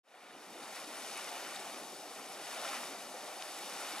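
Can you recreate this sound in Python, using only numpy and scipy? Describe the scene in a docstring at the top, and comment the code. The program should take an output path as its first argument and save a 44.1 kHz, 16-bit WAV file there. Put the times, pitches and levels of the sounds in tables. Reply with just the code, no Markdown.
"""Geyser on a wet rock flat

A distant geyser fades in. Each surge throws up hissing spray and drops splashing water,
and a few slugs of water slap the rock. Underneath, the boiling vent churns, roars and
gurgles with ringing bubbles. Reflections off the ground near the two microphones give
the hiss a fixed, hollow colour."""
import sys
import numpy as np
from scipy import signal
from scipy.fft import rfft, irfft
from scipy.io import wavfile
from scipy.ndimage import uniform_filter1d, map_coordinates

SR = 44100
rng = np.random.default_rng(int(sys.argv[2]) if len(sys.argv) > 2 else 0)


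def pcm_store(signal):
    """Save signal as 16-bit PCM."""
    levels = np.round(np.clip(np.atleast_2d(signal), -1, 1) * 32767)
    wavfile.write(sys.argv[1], SR, levels.astype(np.int16).T)


N = 176400

# How the fountain swells and sinks: t/s, splash level/dB, spray level/dB
SURGES = [(0.1, -4, -9), (0.3, -8, -13), (0.5, -13, -10.5), (0.58, -11.5, -10.5), (0.65, -8, -8),
          (0.78, -6.5, -4.5), (0.86, -8, -6.5), (1.0, -6, -3.7), (1.1, -5.5, -2.5), (1.2, -3.5, -3),
          (1.33, -3, -3), (1.5, -3.7, -3.5), (1.7, -7, -4.5), (1.82, -8.5, -6), (1.93, -13.5, -6.5),
          (2.07, -11, -8), (2.17, -9, -6), (2.38, -8.5, -6.5), (2.52, -3, -2), (2.6, -2.5, -2.2),
          (2.66, -0.2, -.6), (2.75, -0.1, -.5), (2.84, -4, -2), (2.93, -6.5, -4.5), (3.1, -10, -6.5),
          (3.3, -8, -5.3), (3.55, -6.5, -3.5), (3.85, -2.6, -1), (4.0, -3, -1.5)]
# Tone colour of the falling water and of the fine spray: f/Hz, level/dB
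SPLASH_SPECTRUM = [(60, -128), (150, -94), (300, -77), (550, -68.5), (790, -64.5), (960, -67), (1100, -66),
                   (1420, -67), (1680, -69.5), (2350, -68), (3600, -74), (5500, -85.5), (12000, -105)]
SPRAY_SPECTRUM = [(500, -100), (2000, -83), (3600, -73.5), (5500, -73), (7200, -76), (9000, -76),
                  (10800, -77.5), (12500, -83), (15500, -94.5)]
# Water slapping the rock: t/s, pulse level/dB, centre f/Hz, width/octaves, spatter level/dB, decay/s
ROCK_SLAPS = [(.628, -42, 4000, .4, -53, .012), (.768, -37, 1900, 1.1, -46.5, .015),
              (.845, -37, 4300, .7, -49, .005), (1.166, -37, 3000, 0.9, -46, .006),
              (1.174, -37, 8450, .55, -45, 0.0073), (1.2452, -29, 6500, 0.87, -54, .003),
              (1.5095, -32, 8500, .7, -55, .003), (1.548, -42, 7500, .3, -51, .004),
              (1.5572, -37, 8000, .3, -49, 0.0046), (1.5618, -34, 3900, .3, -44.5, .003),
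              (1.601, -40, 8000, .22, -50.5, .005), (2.4695, -32, 2700, 1.1, -50, .008),
              (2.652, -30, 1400, .8, -46, 0.014), (2.678, -34, 2200, .7, -48, .008),
              (2.69, -32, 5000, .5, -42, .006), (2.7333, -28.5, 1480, 0.61, -41, 0.0078),
              (2.745, -39, 7800, .3, -50, .003), (2.768, -35, 1760, 0.49, -46.5, .01),
              (3.4242, -24, 3300, .95, -57, .002), (3.9838, -30, 4030, .9, -50, .005)]
# How hard the vent boils: t/s, churn level/dB, roar level/dB
VENT_ACTIVITY = [(.15, 1, 1), (.45, 1, -10), (.6, 2, -4), (.75, -5, -2.5), (.9, 1, -1.5), (1.05, -1.5, -3),
                 (1.35, -2, -0.5), (1.6, -1.5, .5), (1.8, 3, 0), (2.0, 0, -1), (2.4, 0, -2),
                 (2.55, 0.5, 0.5), (2.67, 1, 1.5), (2.8, 0.5, -0.5), (2.92, 2.5, -1), (3.05, 0, 0.5),
                 (3.19, -1.5, 1), (3.28, 1, 3.5), (3.44, -3.5, 2.5), (3.65, 1.5, -2), (3.8, 0.5, -0.5),
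                 (4.0, -1, 1.5)]
# Tone colour of the vent's deep churn and of its hollow roar: f/Hz, level/dB
CHURN_SPECTRUM = [(25, -103), (50, -112), (90, -100), (130, -88), (180, -78.5), (270, -72.5), (370, -71.5),
                  (520, -74), (800, -79), (1600, -84.5), (3500, -105), (9000, -115)]
ROAR_SPECTRUM = [(150, -125), (400, -96), (580, -71), (700, -69), (800, -68), (880, -74), (990, -83),
                 (1120, -77), (1500, -92), (4000, -115)]
# The largest bubbles: t/s, level/dB, f/Hz, ring time/cycles, pitch glide/fraction per ring time
BIG_GURGLES = [(.868, -46, 286, 5, 0.054), (2.295, -41, 730, 11, 0.033), (2.622, -39, 756, 14, -0.057),
               (2.77, -45, 258, 6, -0.045), (2.895, -43, 253, 4.4, .1), (2.92, -41, 603, 7, 0.036),
               (2.945, -39, 720, 6, 0.025), (3.138, -39.5, 499, 9.7, .04), (3.925, -47, 305, 7.7, 0.052)]
# Reflections off the ground: delay/ms, gain, centre f/Hz, width/octaves
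GROUND_ECHOES = [(2.16, 0.19, 1750, 0.51), (1.837, -0.21, 2660, 0.28), (1.208, -0.29, 4350, 0.72),
                 (1.122, 0.32, 9200, 0.92)]
# How much of the sound both microphones share: f/Hz, share of the power (0 to 1)
DIRECT_SHARE = [(130, 1), (500, 0.96), (1500, 0.9), (2200, 0.91), (3500, 0.99), (6500, 0.64), (8300, 0.53),
                (10500, 0.85), (12500, 0.59), (15000, .52)]
# How much louder the left side is than the right: f/Hz, level/dB
LEFT_BALANCE = [(300, -0.5), (1500, 1.3), (2800, -1), (4400, 1), (5400, 5.5), (7100, 2.5), (8500, 5.5),
                (11000, -0.5), (15000, 1.5)]
# How far the wave on the left runs ahead of the right: f/Hz, phase/radians
LEFT_LEAD = [(100, 0), (1200, 0.27), (2400, 0.44), (3200, 0.98), (4100, 0.81), (5200, 1.16), (6200, 0.78),
             (7300, 0.54), (9400, 0.14), (11200, 0.12), (12600, .65), (15000, .15)]

TIMES, FREQS = np.arange(N) / SR, np.fft.rfftfreq(N, 1 / SR)


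def fountain():
    """Falling water splashes and fine spray hisses; both swell with each surge."""
    when, splash_db, spray_db = np.transpose(SURGES)
    splash = water_noise(SPLASH_SPECTRUM, patch_db=1.13, flicker_db=0.1, drop_share=0.4, size=(6, 7))
    spray = water_noise(SPRAY_SPECTRUM, patch_db=0.69, flicker_db=0.35, drop_share=0.34, size=(16, 6))
    splash *= gain(np.interp(TIMES, when, splash_db))
    spray *= gain(np.interp(TIMES, when, spray_db) - 1)
    return splash + spray


def slaps(top_hz=11500, length=4096):
    """Each slap is one sharp pressure pulse, then a brief spatter of droplets in the same band."""
    out = np.zeros(N)
    age, freqs = np.arange(length) / SR, np.fft.rfftfreq(length, 1 / SR)
    air = 1 / (1 + (freqs / top_hz) ** 12)  # distance dulls the treble
    for start, pulse_db, hz, octaves, spatter_db, decay_s in ROCK_SLAPS:
        band = air * bell_curve(freqs, hz, octaves)
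        pulse = np.fft.fftshift(irfft(band))
        add(out, start - pulse.argmax() / SR, gain(pulse_db) * pulse / pulse.max())
        droplets = unit_rms(irfft(rfft(rng.standard_normal(length)) * band))
        add(out, start, gain(spatter_db) * droplets * np.exp(-age / decay_s))
    return out


def vent(bubbles_per_s=30, low_hz=260, high_hz=904):
    """Boiling water churns and roars in the hollow vent, with many small bubbles and a few big ones."""
    when, churn_db, roar_db = np.transpose(VENT_ACTIVITY)
    churn = water_noise(CHURN_SPECTRUM, patch_db=1.5, flicker_db=0.4, drop_share=0, size=(2, 10))
    roar = water_noise(ROAR_SPECTRUM, patch_db=1.2, flicker_db=0.5, drop_share=0.32, size=(2, 7))
    out = churn * gain(np.interp(TIMES, when, churn_db) - 0.5)
    out += slosh(roar) * gain(np.interp(TIMES, when, roar_db) + 0.5)
    direct = out[0]  # bubbles join the direct sound only
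    for moment, pitch, faintness in rng.random((int(bubbles_per_s * N / SR), 3)):
        hz = low_hz * (high_hz / low_hz) ** pitch
        level_db = -61.5 - 3 * np.log(faintness + 0.023)  # most are quiet, a few stand out
        add(direct, moment * N / SR, bubble(level_db, hz, ring_cycles=7.3, glide=0.052))
    for start, *gurgle in BIG_GURGLES:
        add(direct, start, bubble(*gurgle))
    return out


def bubble(level_db, hz, ring_cycles, glide, onset_cycles=3):
    """One bubble rings, gliding a little in pitch as it dies away."""
    cycles = hz * np.arange(SR // 5) / SR
    age = cycles / ring_cycles
    onset = 1 - np.exp(-(cycles / onset_cycles) ** 2)
    tone = np.sin(2 * np.pi * cycles * (1 + glide * age / 2))
    return gain(level_db) * tone * np.exp(-age) * onset


def slosh(roar, depth=0.025, wander_s=0.08):
    """The water level in the vent rises and falls, so the pitch of its roar wanders."""
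    speed = 1 + depth * smooth_random((1, N), size=(1, int(wander_s * SR)))[0]
    return np.array([map_coordinates(row, [np.cumsum(speed)], order=3, mode="mirror") for row in roar])


def water_noise(spectrum, patch_db, flicker_db, drop_share, size, drops_per_s=2400):
    """Noise and drop impacts that come in clumps. Rows: direct, scattered left, scattered right."""
    drop_db = 3 * np.minimum(rng.exponential(1, N), 5)
    impacts = gain(drop_db) * rng.choice([-1, 1], N)
    drops = unit_rms(impacts * (rng.random(N) < drops_per_s / SR))
    noise = rng.standard_normal((3, N))
    noise[0] = np.sqrt(1 - drop_share) * noise[0] + np.sqrt(drop_share) * drops
    # Cut the sound into a grid of pitch and time, and make some spots louder than others.
    grid = signal.stft(noise, nperseg=512, noverlap=384)[2]
    patches = patch_db * smooth_random(grid.shape[1:], size)
    flicker = flicker_db * smooth_random((1, grid.shape[2]), size=(1, 9))  # all pitches together
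    clumpy = signal.istft(grid * gain(patches + flicker), nperseg=512, noverlap=384)[1][:, :N]
    return irfft(rfft(unit_rms(clumpy)) * gain(curve(spectrum)), N) * np.sqrt(SR / 20)


def ground(sound):
    """Short echoes off the ground boost some pitches and cancel others, which sounds hollow."""
    echoes = sum(strength * bell_curve(FREQS, hz, octaves) * np.exp(-2j * np.pi * FREQS * ms / 1000)
                 for ms, strength, hz, octaves in GROUND_ECHOES)
    return irfft(rfft(sound) * (1 + echoes), N)


def microphones(direct, scattered):
    """The direct sound comes from the left; the scattered sound differs between the two sides."""
    side = np.array([[0.5], [-0.5]])  # left, right
    share = curve(DIRECT_SHARE)
    shared = np.sqrt(share) * rfft(direct) * np.exp(1j * side * curve(LEFT_LEAD))
    separate = np.sqrt(1 - share) * rfft(scattered)
    return irfft((shared + separate) * gain(side * curve(LEFT_BALANCE)), N)


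def gain(db):
    """Turns decibels into a number to multiply by."""
    return 10 ** (np.asarray(db) / 20)


def unit_rms(x):
    """Scales a signal so its typical size (rms) is 1."""
    return x / np.sqrt(np.mean(x ** 2) + 1e-20)


def curve(table):
    """Joins a table's points to give a value at every frequency, on a log axis."""
    hz, value = np.transpose(table)
    return np.interp(np.log(FREQS + 1), np.log(hz + 1), value)


def bell_curve(freqs, centre_hz, octaves):
    """A band of pitches, strongest at its centre."""
    return np.exp(-(np.log2((freqs + 1) / centre_hz) / octaves) ** 2)


def smooth_random(shape, size):
    """Smooth random ups and downs; size is their width in (pitch steps, time steps)."""
    field = rng.standard_normal(shape)
    for axis in (0, 1, 0, 1):
        field = uniform_filter1d(field, size[axis], axis)
    return unit_rms(field)


def add(mix, start_s, sound):
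    """Mixes a sound in at its start time."""
    part = mix[max(round(start_s * SR), 0):][:len(sound)]
    part += sound[:len(part)]


def scene():
    """The vent, the fountain and the slaps, heard in stereo across the flat."""
    water = vent() + fountain()
    stereo_water = microphones(direct=ground(water[0]), scattered=water[1:])
    return stereo_water + ground(slaps()) * gain([[1], [-1]])  # slaps sit a little to the left


def record(dry, low_cut_hz=77, top_hz=15750, fade_start_s=0.033, fade_s=0.51):
    """A wind filter cuts the deep bass, the sound fades in, and the highest treble is removed."""
    wind_filter = signal.butter(2, low_cut_hz, "highpass", fs=SR, output="sos")
    fade = np.clip((TIMES - fade_start_s) / fade_s, 0, 1)
    treble_cut = signal.firwin(511, top_hz, window=("kaiser", 9), fs=SR)
    return signal.oaconvolve(signal.sosfilt(wind_filter, dry) * fade, treble_cut[None], "same")


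dry = scene()
out = record(dry)
pcm_store(out)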